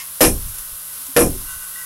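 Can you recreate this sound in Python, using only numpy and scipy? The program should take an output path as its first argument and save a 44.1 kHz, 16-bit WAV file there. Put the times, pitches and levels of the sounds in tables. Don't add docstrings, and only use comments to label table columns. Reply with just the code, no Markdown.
import sys
import numpy as np
from scipy import signal
from scipy.fft import rfft, irfft, next_fast_len
from scipy.io import wavfile
from scipy.ndimage import map_coordinates

SR = 44100
rng = np.random.default_rng(int(sys.argv[2]) if len(sys.argv) > 2 else 0)


def master(y):
    cut = np.clip(np.atleast_2d(y).T, -1, 1)
    pcm = np.round(cut * 32767)
    wavfile.write(sys.argv[1], SR, pcm.astype(np.int16))


N = 81585


def amp(db):
    return 10 ** (np.asarray(db) / 20)


def unit(x):
    return x / np.sqrt(np.mean(x ** 2) + 1e-20)


def along(points, hz):
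    point_hz, value = np.transpose(points)
    return np.interp(np.log(hz + 1), np.log(point_hz + 1), value)


def level_curve(points):
    return np.interp(since(0), *np.transpose(points))


def filtered(x, response):
    size = next_fast_len(N + SR // 2)
    return irfft(rfft(x, size) * response(np.fft.rfftfreq(size, 1 / SR)), size)[:N]


def noise(spectrum):
    return unit(filtered(rng.standard_normal(N), lambda hz: amp(along(spectrum, hz))))


def wobble(rate_hz):
    return map_coordinates(rng.standard_normal(N // 8), [np.arange(N) * rate_hz / SR])


def grains(spectrum, depth_db, rate_hz):
    return unit(noise(spectrum) * amp(depth_db * wobble(rate_hz)))


def wavering(hz, width_hz):
    pitch_hz = hz + width_hz * 0.5 * wobble(40)
    return np.sqrt(2) * np.sin(2 * np.pi * np.cumsum(pitch_hz) / SR)


def since(s):
    return np.maximum(np.arange(N) / SR - s, 0)


def struck(t, attack_s, t60_s, hold_s=0):
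    return (1 - np.exp(-t / attack_s)) * amp(-60 * np.maximum(t - hold_s, 0) / t60_s)


def ring(modes, t, attack_s, pitch=1):
    out = np.zeros(N)
    for hz, db, t60_s in modes:
        strength = amp(db + rng.normal(0, 1))
        out += strength * struck(t, attack_s, t60_s) * np.sin(2 * np.pi * (hz * pitch * t + rng.random()))
    return out


PEAK_DB, PEAK_SPACING_HZ = 3, 28.97


def peaky(x):
    knots = rng.standard_normal(N // 8)
    return unit(filtered(x, lambda hz: amp(PEAK_DB * map_coordinates(knots, [hz / PEAK_SPACING_HZ]))))


# time in seconds, level in dB.
HISS = [(0, -32.5), (.18, -31), (.42, -30.5), (.65, -31.5), (.86, -32), (.98, -30), (1.13, -31.5),
        (1.38, -30), (1.6, -31.5), (1.85, -31)]
# frequency in Hz, density in dB per Hz.
AIR = [(25, -16.5), (80, -9), (130, -20.5), (165, -28), (200, -23), (270, -22), (400, -25), (520, -18.5),
       (800, -20.5), (1100, -10), (1600, -17), (2300, -19.5), (2900, -15), (4500, -14.5), (5500, -13),
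       (6400, -14.5), (8800, -8.5), (9700, -4), (11200, 0), (12500, -3.5), (14000, -10.5), (15700, -12.5)]
HUM_HZ, HUM_DB = 161.5, -61


def background():
    hiss = amp(level_curve(HISS)) * noise(AIR)
    hum = amp(HUM_DB) * wavering(HUM_HZ, width_hz=3)
    return hiss + hum


# time in seconds, level in dB.
WHINE = [(0, -56.5), (.45, -60), (.6, -49), (.75, -55.5), (.93, -52), (1.1, -55.5), (1.42, -54.5),
         (1.515, -36.5), (1.58, -45), (1.63, -41), (1.715, -49.5), (1.79, -41), (1.85, -43.5)]
# frequency in Hz, level in dB, pitch wander width in Hz.
WHINE_PARTIALS = [(1065, -11.5, 40), (1130, -12.5, 37.5), (1335, -9, 17.7), (1501, 0, 10.3), (1570, -8, 46),
                  (1973, -12.5, 41.8), (2810, -9.5, 25), (3000, -30, 27), (3680, -14.5, 22)]
# frequency in Hz, density in dB per Hz.
WHINE_RASP = [(600, 1), (1100, -45.5), (1550, -18), (1950, 45), (2250, -22), (2800, -4), (3600, -4),
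              (6000, 34)]
# time in seconds, level in dB.
WHINE_UPPER = [(1.42, -77), (1.53, -59), (1.7, -66), (1.77, -50), (1.83, -43), (1.85, -48)]
WHINE_UPPER_HZ = 1935


def whine():
    tones = sum(amp(db) * wavering(hz, width_hz) for hz, db, width_hz in WHINE_PARTIALS)
    swell = amp(level_curve(WHINE) + 0.77 * wobble(46.8))
    flutter = amp(5.8 * wobble(120))
    upper = amp(level_curve(WHINE_UPPER)) * wavering(WHINE_UPPER_HZ, width_hz=41) * flutter
    return swell * (tones + noise(WHINE_RASP)) + upper


# start in seconds, level in dB, t60 in seconds.
SCRAPE = (0, -31, 0.22)
# frequency in Hz, density in dB per Hz.
SCRAPE_COLOUR = [(300, -17), (700, -19), (1090, 6), (1500, -19), (1950, 2), (2350, -5), (2800, -1.5),
                 (4000, -8.5), (5400, -6), (9000, -17), (15000, -34)]


def scrape():
    start_s, db, t60_s = SCRAPE
    return amp(db) * peaky(noise(SCRAPE_COLOUR)) * struck(since(start_s), 0.00096, t60_s)


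# start in seconds, level in dB.
CHIPS = [(.412, -42), (.483, -31), (0.541, -27.5), (0.583, -26), (1.013, -32.5), (1.065, -30)]
# frequency in Hz, density in dB per Hz.
CHIP = [(1000, -13), (4000, -11), (11000, -11), (15500, -2)]
CHIP_RISE_S, CHIP_T60_S = 0.00046, 0.12


def chips():
    out = np.zeros(N)
    for start_s, db in CHIPS:
        out += amp(db) * grains(CHIP, 2.2, rate_hz=200) * struck(since(start_s), CHIP_RISE_S, CHIP_T60_S)
    return out


# start in seconds, level in dB.
THUMPS = [(0.358, -23), (0.451, -21.5), (0.507, -31), (.715, -35), (1.537, -31)]
# frequency in Hz, density in dB per Hz.
THUMP = [(20, 0), (45, 0), (80, -1.5), (130, -10), (260, -30), (600, -51)]
THUMP_RISE_S, THUMP_T60_S = 0.0043, 0.2


def thumps():
    return sum(amp(db) * noise(THUMP) * struck(since(start_s), THUMP_RISE_S, THUMP_T60_S)
               for start_s, db in THUMPS)


# start in seconds, level in dB, frequency in Hz.
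BUMPS = [(0.991, -44, 260), (1.084, -31.5, 270), (1.344, -24.5, 368), (1.421, -35, 290)]
BUMP_RISE_S, BUMP_T60_S = 0.0075, 0.13


def bumps():
    return sum(ring([(hz, db, BUMP_T60_S)], since(start_s), BUMP_RISE_S) for start_s, db, hz in BUMPS)


# frequency in Hz, density in dB per Hz.
TIMBER = [(40, -29), (130, 0), (300, 0), (560, -1), (900, -8), (1700, -15), (3500, -31), (8000, -47)]
# frequency in Hz, t60 in seconds.
TIMBER_T60 = [(100, 0.38), (300, 0.28), (600, 0.25), (1200, 0.17), (4000, 0.2)]
TIMBER_DB, TIMBER_BUILD_CYCLES = -0.5, 4


def timber(t):
    hz, frame_s, bins = signal.stft(noise(TIMBER), SR, nperseg=512)
    age_s = np.interp(frame_s, np.arange(N) / SR, t)
    attack_s = TIMBER_BUILD_CYCLES / (hz[:, None] + 1)
    envelope = struck(age_s, attack_s, along(TIMBER_T60, hz)[:, None])
    answer = signal.istft(bins * envelope, SR, nperseg=512)[1][:N]
    return amp(TIMBER_DB) * answer * (t > 0)


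# frequency in Hz at pitch 1, level in dB before favouring, t60 in seconds at damping 1.
TREAD = [(150.1, -22, 0.49), (195, -16.5, 0.36), (248.2, -10, 0.34), (292.4, -11.5, 0.31),
         (326.2, -7, 0.23), (387, -12.5, 0.32), (480, -5, 0.19), (547, -3, 0.075), (583, -2.5, 0.096),
         (644.5, -11, 0.17), (783, -22.5, 0.33), (1019.4, -25.5, 0.32), (1216, -15, 0.16), (1772, -7, 0.11),
         (2524, -18, 0.081), (2666, -18, 0.09)]
TREAD_DB, TREAD_ATTACK_S = 1.5, 0.00056
FAVOUR_DB, FAVOUR_OCTAVES = 9, 0.24


def tread(t, favoured_hz, damping, pitch):
    modes = []
    for hz, db, t60_s in TREAD:
        octaves_away = np.log2(hz / favoured_hz)
        boost_db = FAVOUR_DB * np.exp(-(octaves_away / FAVOUR_OCTAVES) ** 2)
        modes.append((hz, db + boost_db, t60_s / damping))
    return amp(TREAD_DB) * ring(modes, t, TREAD_ATTACK_S, pitch)


# centre in Hz, width in Hz, level in dB.
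SPLINTERS = [(750, 66, 15), (1004, 15, 15), (1300, 61, 0.5), (1705, 110, 3.5), (2413, 52, 13),
             (2750, 83, -2), (3094, 80, -3), (4150, 160, 3.5), (5126, 86, 9.5)]


def splintery(x):
    def response(hz):
        out = 1
        for centre_hz, width_hz, db in SPLINTERS:
            damped = 1j * hz * width_hz
            out = out + amp(db) * damped / (centre_hz ** 2 - hz ** 2 + damped)
        return out
    return unit(filtered(x, response))


# frequency in Hz, density in dB per Hz.
CRACK = [(400, -11.5), (1500, -1.5), (2700, 3), (4000, -2.5), (7000, -5.5), (11500, -16), (13000, -8)]
CRACK_DB, CRACK_GRAIN_DB = -5, 1.5
CRACK_RISE_S, CRACK_T60_S = 0.00067, 0.15


def crack(t):
    fibres = splintery(grains(CRACK, CRACK_GRAIN_DB, rate_hz=350))
    return amp(CRACK_DB) * fibres * struck(t, CRACK_RISE_S, CRACK_T60_S)


def wood_hit(start_s, crack_db, favoured_hz, damping, pitch=1):
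    t = since(start_s)
    wood = tread(t, favoured_hz, damping, pitch) + timber(t * damping)
    return wood + amp(crack_db) * crack(t)


def softened(x, cutoff_hz):
    return signal.sosfilt(signal.butter(2, cutoff_hz, fs=SR, output="sos"), x)


# start in seconds, level in dB, crack in dB, favoured frequency in Hz,
# damping as a ratio, soft-contact cut-off in Hz.
KNOCKS = [(.241, -7, 2.5, 325, 1.5, 11860), (.265, -29, -5.5, 786, 2.9, 3500),
          (1.21, -10.5, -3, 325, 1.65, 2750), (1.269, -12.5, -27, 308, 3.4, 605)]


def knocks():
    out = np.zeros(N)
    for start_s, db, crack_db, favoured_hz, damping, cutoff_hz in KNOCKS:
        hit = wood_hit(start_s, crack_db, favoured_hz, damping)
        out += amp(db) * softened(hit, cutoff_hz)
    return out


# frequency in Hz, density in dB per Hz.
RATTLE = [(2000, -53), (4900, -19), (5300, 2), (6500, -7.5), (8500, -3), (11000, -1.5), (11900, -6),
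          (12300, -3), (16000, -46)]
RATTLE_DB, RATTLE_GRAIN_DB = -11.5, -0.5
RATTLE_RISE_S, RATTLE_HOLD_S, RATTLE_T60_S = 0.0055, 0.048, 0.23


def rattle(t):
    parts = peaky(grains(RATTLE, RATTLE_GRAIN_DB, rate_hz=400))
    return amp(RATTLE_DB) * struck(t, RATTLE_RISE_S, RATTLE_T60_S, RATTLE_HOLD_S) * parts


# frequency in Hz at pitch 1, level in dB, t60 in seconds.
METAL = [(5180, -14.5, 0.75), (5460, -14, 0.99), (5850, -6, 0.17), (7550, -28, .25), (9160, -46, 0.11),
         (10350, 0, 0.13), (11560, 18.5, 0.15), (11300, -22, 0.24)]
METAL_DB = -23


def nails(t, pitch):
    return amp(METAL_DB) * ring(METAL, t, RATTLE_RISE_S, pitch) * amp(3 * wobble(150))


# frequency in Hz, level in dB, t60 in seconds.
FRAME = [(16.67, 0.5, 0.77), (30.92, -4.5, 0.88), (42.56, -0.5, 0.7), (73.96, 2, 0.48), (100.4, -2.5, .52)]
FRAME_DB, FRAME_DELAY_S, FRAME_RISE_S = -17, 0.02756, 0.021


def shudder(start_s):
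    return amp(FRAME_DB) * ring(FRAME, since(start_s + FRAME_DELAY_S), FRAME_RISE_S)


# start in seconds, wood level in dB, crack in dB, rattle in dB, shudder in dB,
# pitch as a ratio, favoured frequency in Hz, damping as a ratio.
BLOWS = [(.207, -1, 3, -7, 5, 1.02, 532, 1.053), (1.1634, -0.5, -2.5, -9, 3.5, 1.0, 500, 0.96)]


def hammer():
    out = np.zeros(N)
    for start_s, db, crack_db, rattle_db, shudder_db, pitch, favoured_hz, damping in BLOWS:
        t = since(start_s)
        out += amp(db) * wood_hit(start_s, crack_db, favoured_hz, damping, pitch)
        out += amp(rattle_db) * (rattle(t) + nails(t, pitch))
        out += amp(shudder_db) * shudder(start_s)
    return out


def scene():
    surroundings = whine() + scrape() + chips()
    settling = thumps() + bumps() + knocks()
    return (surroundings + settling + hammer())[None]


CLIP_HARDNESS = 6


def overload(x, top):
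    return x / (1 + np.abs(x / top) ** CLIP_HARDNESS) ** (1 / CLIP_HARDNESS)


# frequency in Hz, gain in dB.
MIC = [(20, -4), (4000, -1.5), (8000, 5), (10500, 10.5), (11900, 10.5), (12300, -2), (15500, -3)]
CLIP_TOP, CEILING, TOP_HZ = 0.49, 0.9, 15800


def record(dry):
    coloured = filtered(overload(dry[0], CLIP_TOP), lambda hz: amp(along(MIC, hz)))
    limited = overload(coloured + background(), CEILING)
    return filtered(limited, lambda hz: hz < TOP_HZ)[None]


dry = scene()
out = record(dry)
master(out)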